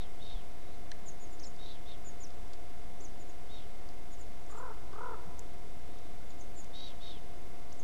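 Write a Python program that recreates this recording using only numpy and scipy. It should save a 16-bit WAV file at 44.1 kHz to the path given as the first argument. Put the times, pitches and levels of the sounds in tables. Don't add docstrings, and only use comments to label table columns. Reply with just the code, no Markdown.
import sys
import numpy as np
from scipy import signal
from scipy.fft import rfft, irfft
from scipy.io import wavfile
from scipy.ndimage import uniform_filter1d

SR = 44100
rng = np.random.default_rng(int(sys.argv[2]) if len(sys.argv) > 2 else 0)


def put_to_file(sound):
    columns = np.atleast_2d(sound).T
    safe = np.clip(columns, -1, 1)
    whole_steps = np.round(safe * 32767)
    wavfile.write(sys.argv[1], SR, whole_steps.astype(np.int16))


def gain_from_decibels(decibels):
    exponent = np.asarray(decibels, float) / 20
    return 10 ** exponent


N = 345303


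def band(x, hz, width_hz):
    edges = np.clip([hz - width_hz / 2, hz + width_hz / 2], 20, .45 * SR)
    y = signal.sosfilt(signal.butter(2, edges, "band", fs=SR, output="sos"), x)
    return y / np.std(y)


def add(out, start_s, piece):
    i = int(start_s * SR)
    out[i:i + len(piece)] += piece[:N - i]


def tone(hz):
    return np.sqrt(2) * np.sin(2 * np.pi * np.cumsum(hz) / SR)


def note(points):
    s, hz, db = np.transpose(points)
    t = np.arange(s[0], s[-1], 1 / SR)
    ends = np.clip(np.minimum(t - s[0] + 0.0034, s[-1] - t) / 0.001, 0, 1)
    pitch_hz = uniform_filter1d(np.interp(t, s, hz), size=60, mode="nearest")
    return pitch_hz, gain_from_decibels(np.interp(t, s, db)) * ends


# start_s, burst_spacing_s, peak_db, top_pitch_hz, bursts_to_full_effort
CROAKS = [
    (4.496, .0256, -39, 506, 4.7),
    (4.9295, .0254, -36.5, 495.3, 3.56),
]
BURSTS = 9


def bursts():
    rows, k = [], np.arange(BURSTS)
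    short_s, long_s = 0.0118, 0.0174
    slack_click_db, full_click_db = -2, -16
    for start_s, spacing_s, peak_db, top_hz, full in CROAKS:
        late, loud, high, bright = rng.standard_normal((BURSTS, 4)).T
        slack = np.clip(1 - k / full, 0, 1)
        tired = np.clip((k - full) / (BURSTS - 1 - full), 0, 1) ** 2
        burst_s = start_s + spacing_s * k + .001 * late
        level_db = peak_db - 6 * slack - 0.5 * tired + .9 * loud
        pitch_hz = top_hz * (1 - 0.213 * slack - 0.074 * tired + .012 * high)
        third_db = -1.5 - 5 * tired + .9 * bright
        length_s = long_s + (short_s - long_s) * slack
        click_db = full_click_db + (slack_click_db - full_click_db) * slack
        rows += zip(burst_s, level_db, pitch_hz, third_db, length_s, click_db)
    return rows


# centre_hz, width_hz, level_db
THROAT = [(430, 340, -5), (995, 200, 1), (1260, 230, 2), (1440, 270, -5)]


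def throat(hz):
    return np.sqrt(sum(gain_from_decibels(2 * db) / (1 + (2 * (hz - centre_hz) / width_hz) ** 4)
                       for centre_hz, width_hz, db in THROAT))


def raven():
    out = np.zeros(N)
    rise, sag = 0.061, 0.22
    chance = rng.standard_normal((len(CROAKS) * BURSTS, 1500))
    for (start_s, level_db, top_hz, third_db, length_s, click_db), noise in zip(bursts(), chance):
        u = np.arange(int(length_s * SR)) / (length_s * SR)
        gate = np.clip(u / .13, 0, 1) ** 2 * np.clip((1.02 - u) / .25, 0, 1)
        hz = top_hz * (1 - np.interp(u, [0, .3, .5, 1], [rise, 0, 0, 1]) ** 1.37 * sag)
        hz = hz * (1 + .1 * uniform_filter1d(noise, size=80)[:len(u)])
        first = throat(hz) * tone(hz)
        second = throat(2 * hz) * gain_from_decibels(-20 * np.clip(u - .33, 0, 1)) * tone(2 * hz)
        third = throat(3 * hz) * gain_from_decibels(third_db + 2.0 - 10.0 * (1 - u)) * tone(3 * hz)
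        fourth = throat(4 * hz) * gain_from_decibels(-4.5) * tone(4 * hz)
        click = gain_from_decibels(click_db) * band(noise, 2000, 3300)[:len(u)] * np.exp(-u * length_s / 0.0015)
        add(out, start_s, gain_from_decibels(level_db - 6.5) * (gate * (first + second + third + fourth) + click))
    return out


# dip_s, pitch_hz, dip_depth_hz, peak_db, upper_voice_db
FLICKS = [(1.088, 6930, 680, -46, -18), (1.337, 7130, 300, -60, -10), (1.471, 7250, 750, -50.5, -19),
          (3.219, 6960, 100, -61, -20), (3.298, 7140, 770, -60, -18), (4.136, 6960, 420, -58, -10),
          (4.214, 7300, 640, -55.5, -10), (4.514, 7370, 680, -57, -5), (4.586, 7530, 510, -57.5, -8),
          (6.31, 7100, 460, -62, -15), (6.412, 7040, 1010, -53, -20), (7.799, 7620, 1460, -51.5, -17)]


def flick(dip_s, hz, depth_hz, peak_db):
    shoulder_db = peak_db - 10.5 * depth_hz / 1000
    back_hz = hz - max(depth_hz - 750, 0)
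    return [(dip_s - 0.029, hz + 250, shoulder_db - 9),
            (dip_s - .007, hz, shoulder_db),
            (dip_s, hz - depth_hz, peak_db),
            (dip_s + 0.0064, back_hz, (peak_db + shoulder_db) / 2 - 2.5),
            (dip_s + 0.0167, back_hz - 750, peak_db - 13)]


# step_s, start_above_arch_hz, arch_hz, peak_db, upper_voice_db
STEPS = [
    (1.242, -260, 6960, -56, -22),
    (2.09, -200, 7050, -51.5, -34),
    (6.604, 300, 7120, -52, -13.5),
]


def step(step_s, start_hz, hz, peak_db):
    lead_s, drop_hz, mid_db = .044, 480, -4
    return [(step_s - lead_s, hz + start_hz, peak_db - 11),
            (step_s - lead_s / 2, hz, peak_db + mid_db),
            (step_s - .008, hz, peak_db + mid_db / 2),
            (step_s, hz - drop_hz, peak_db),
            (step_s + 0.015, hz - drop_hz, peak_db - 14)]


# plunge_s, top_hz, depth_hz, peak_db, hold_re_peak_db
PLUNGES = [
    (1.424, 6400, 2740, -50, -13),
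    (2.229, 6980, 2090, -49.5, -7),
    (3.037, 7280, 1660, -50.5, -12.5),
]


def plunge(plunge_s, hz, depth_hz, peak_db, hold_db):
    fall_s = 0.029
    return [(plunge_s - .025, hz, peak_db + hold_db),
            (plunge_s, hz, peak_db + hold_db),
            (plunge_s + fall_s / 2, hz - 0.47 * depth_hz, peak_db),
            (plunge_s + fall_s, hz - depth_hz, peak_db - 11.5)]


# start_s, length_s, from_hz, to_hz, peak_db
GLIDES = [
    (1.392, .01, 3740, 7700, -55),
    (1.397, .009, 3900, 6940, -54),
    (1.435, .02, 6930, 5300, -56),
    (1.443, .02, 5600, 5200, -52),
    (3.003, .012, 5500, 7300, -53),
    (4.522, .012, 7600, 6900, -62),
    (7.72, .014, 4200, 8000, -52.5),
]


def glide(start_s, length_s, from_hz, to_hz, peak_db):
    return [(start_s, from_hz, peak_db - 9.5),
            (start_s + length_s / 2, (from_hz + to_hz) / 2, peak_db),
            (start_s + length_s, to_hz, peak_db - 9.5)]


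def slides():
    faint_upper_db = -24
    shapes = [(flick(*row), upper_db) for *row, upper_db in FLICKS]
    shapes += [(step(*row), upper_db) for *row, upper_db in STEPS]
    shapes += [(plunge(*row), faint_upper_db) for row in PLUNGES]
    shapes += [(glide(*row), faint_upper_db) for row in GLIDES]
    out = np.zeros(N)
    for points, upper_db in shapes:
        hz, gain = note(points)
        upper = gain_from_decibels(upper_db) * (gain / np.max(gain)) ** 0.2 * tone(1.28 * hz)
        add(out, points[0][0], gain * (tone(hz) + upper))
    return out


def dee_shape(start_s, fall_s, end_s, hz, peak_db, open_hz):
    slip_s = fall_s + 0.01804
    s = np.array([start_s, start_s + .028, fall_s, slip_s, (slip_s + end_s) / 2, end_s])
    heard_s = np.maximum(s, 0)
    pitch_hz = hz - np.array([330, -open_hz, 0, 220, 450, 1000])
    level_db = peak_db + np.array([-11.5, -2, 0, -5, -7.5, -16])
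    return np.transpose([heard_s, np.interp(heard_s, s, pitch_hz), np.interp(heard_s, s, level_db)])


# start_s, fall_s, end_s, lead_partial_hz, peak_db
DEES = [
    (-.12, -.012, .066, 4000, -50.5),
    (.195, .335, .43, 3690, -55),
    (1.58, 1.716, 1.78, 3830, -55),
    (1.853, 1.921, 1.965, 3660, -55.5),
    (3.489, 3.572, 3.665, 3720, -56),
    (6.73, 6.868, 6.93, 3870, -49.5),
    (7.003, 7.112, 7.195, 3690, -51.5),
    (.58, 0.747, .83, 3830, -70.5),
    (5.869, 6.05, 6.11, 3710, -71),
]
DEE_OPEN_HZ = [0, 20, -60, 40, 50, -70, 90, 0, 0]
# clear_share, break_s, broken_share, strand_share (shares 0-1)
HOARSE = [(.55, .03, .7, .3), (.45, .34, .6, .3), (.35, 1.648, .92, .9), (.45, 1.93, .65, .4),
          (.35, 3.58, .85, .5), (.3, 6.875, .85, .3), (.45, 7.14, .6, .3), (.7, .7, .8, .3),
          (.6, 6., .6, .3)]
# partial_number, level_re_lead_db
DEE_STACK = [(5, -17), (7, -14), (8, -23), (9, -19), (10, -24)]


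def dees():
    out = np.zeros(N)
    shiver, drift, rasp, haze = (band(rng.standard_normal(N), hz, width_hz) for hz, width_hz in
                                 [(110, 160), (40, 40), (300, 560), (150, 260)])
    split = tone(195 + 25 * drift)
    for row, open_hz, (clear, break_s, broken, strands) in zip(DEES, DEE_OPEN_HZ, HOARSE):
        points = dee_shape(*row, open_hz)
        hz, gain = note(points)
        start = int(points[0][0] * SR)
        at = slice(start, start + len(hz))
        t = np.arange(N)[at] / SR
        hoarse = np.interp(t, [break_s - .01, break_s + 0.02], [clear, broken])
        steady = np.sqrt(1 - hoarse ** 2)
        hz = hz * (1 + .008 * shiver[at]) * (1 + .008 * drift[at])
        rough = strands * split[at] + np.sqrt(1 - strands ** 2) * rasp[at]
        lead = tone(hz) * (steady + hoarse * rough)
        sides = sum(gain_from_decibels(db) * tone(k * hz / 6) for k, db in DEE_STACK)
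        flutter = gain_from_decibels(1.2 * drift[::-1][at])
        out[at] += flutter * gain * (lead + sides * (steady + 1.2 * hoarse * haze[at]))
    return out


# peak_db, centre_hz, width_hz, length_s
SNAP = [
    (-38, 4200, 500, .0036),
    (-42.5, 3260, 380, 0.0037),
    (-40, 5800, 900, .004),
    (-51, 7100, 600, .003),
    (-53, 8600, 500, .002),
    (-48, 5000, 800, .0037),
    (-41.5, 1920, 400, 0.0072),
]
# start_s, peak_db, centre_hz, width_hz, length_s
TICKS = [(1.563, -52, 5300, 1500, .003), (2.3038, -49, 4200, 3020, .003), (2.48, -54, 6200, 2000, .002),
         (2.5333, -42.5, 4930, 3600, .0038), (2.538, -50, 4500, 4000, .004),
         (3.8895, -42.5, 5300, 2500, .00095), (4.464, -51, 6000, 2500, .002),
         (5.387, -51, 5990, 1510, .0012), (5.3934, -34, 6700, 1813, 0.0014),
         (5.3936, -45, 10500, 3000, 0.00079), (5.987, -50, 4500, 5000, .002),
         (6.305, -53, 4300, 1500, .003), (6.555, -56, 7300, 2000, .002), (6.644, -44, 5500, 6000, .0027),
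         (6.885, -55, 6500, 1480, .002), (7.696, -53, 4500, 4000, .002)]


def ticks():
    snap_s = .9158
    rows = [(snap_s, *ring) for ring in SNAP] + TICKS
    out = np.zeros(N)
    chance = rng.standard_normal((len(rows), 1500))
    for (start_s, peak_db, hz, width_hz, length_s), noise in zip(rows, chance):
        t = np.arange(len(noise)) / SR
        crack = band(noise, hz, width_hz) * np.clip(t / 0.00034, 0, 1) * np.exp(-(t / length_s) ** 2)
        add(out, start_s, gain_from_decibels(peak_db) * crack / np.max(np.abs(crack)))
    return out


def scatter(x, level_db):
    smear = rng.standard_normal(700) * np.hanning(700)
    return gain_from_decibels(level_db) * signal.fftconvolve(x, smear / np.sqrt(np.sum(smear ** 2)))[:N]


def forest(x):
    low_t60_s, high_t60_s = 1.2, 0.59
    t = np.arange(int(1.2 * SR)) / SR
    tail = rng.standard_normal(len(t)) * np.clip((t - .01) / .03, 0, 1)
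    low = band(tail, 1090, 1760) * gain_from_decibels(-60 * t / low_t60_s)
    high = gain_from_decibels(-2.0) * band(tail, 8000, 8000) * gain_from_decibels(-60 * t / high_t60_s)
    return signal.fftconvolve(x, (low + high) / np.sqrt(np.sum(low ** 2)))[:N]


# freq_hz, density_db_per_hz
HISS = [(16, -65), (60, -72.5), (150, -82.5), (400, -82.5), (1500, -96), (2800, -100), (13500, -110.5),
        (15600, -117)]
# centre_s, peak_db, pitch_hz, length_s
KNOCKS = [
    (.36, -26.5, 22, 0.032),
    (2.43, -38, 28, .05),
    (5.28, -48.5, 173, 0.037),
]
WHINE = [(1, -59.5), (3, -70), (5, -75.5), (7, -78), (8, -80), (9, -80), (11, -84), (13, -88), (15, -90),
         (16, -91), (17, -92), (19, -96)]


def camera():
    hz, db = np.transpose(HISS)
    f = np.maximum(np.fft.rfftfreq(N, 1 / SR), 1)
    shape = gain_from_decibels(np.interp(np.log(f), np.log(hz), db)) * np.sqrt(SR / 2)
    out = irfft(rfft(rng.standard_normal(N)) * shape, N)
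    t = np.arange(N) / SR
    for centre_s, peak_db, knock_hz, length_s in KNOCKS:
        since_s = t - centre_s
        swell = np.exp(-(since_s / length_s * 2) ** 2)
        out += gain_from_decibels(peak_db) * np.sin(2 * np.pi * knock_hz * since_s) * swell
    frame_hz, rows_hz, read_start_s, read_share = 25, 703.4, .0105, .79
    since_s = (t - read_start_s) % (1 / frame_hz)
    reading = uniform_filter1d(1. * (since_s * frame_hz < read_share), size=8)
    whine = sum(gain_from_decibels(db) * np.sqrt(2) * np.sin(2 * np.pi * k * rows_hz * since_s) for k, db in WHINE)
    supply = gain_from_decibels(-61) * (reading - read_share)
    return out + reading * whine + supply


def scene():
    croak, whistles = raven(), slides()
    small = whistles + dees() + ticks()
    tail = forest(gain_from_decibels(-18.5) * croak + gain_from_decibels(-17.5) * small)
    out = croak + small + tail + camera()
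    add(out, 0.022, scatter(whistles, -14.5))
    add(out, 0.00407, scatter(croak, -9.5))
    return out[None]


def roll_off(x):
    return signal.sosfilt(signal.butter(12, 15620, fs=SR, output="sos"), x)


def record(dry):
    top_hz, offset = 15600, -.0503
    cut = signal.sosfilt(signal.ellip(10, .1, 60, top_hz, fs=SR, output="sos"), dry)
    return roll_off(cut + offset)


dry = scene()
out = record(dry)
put_to_file(out)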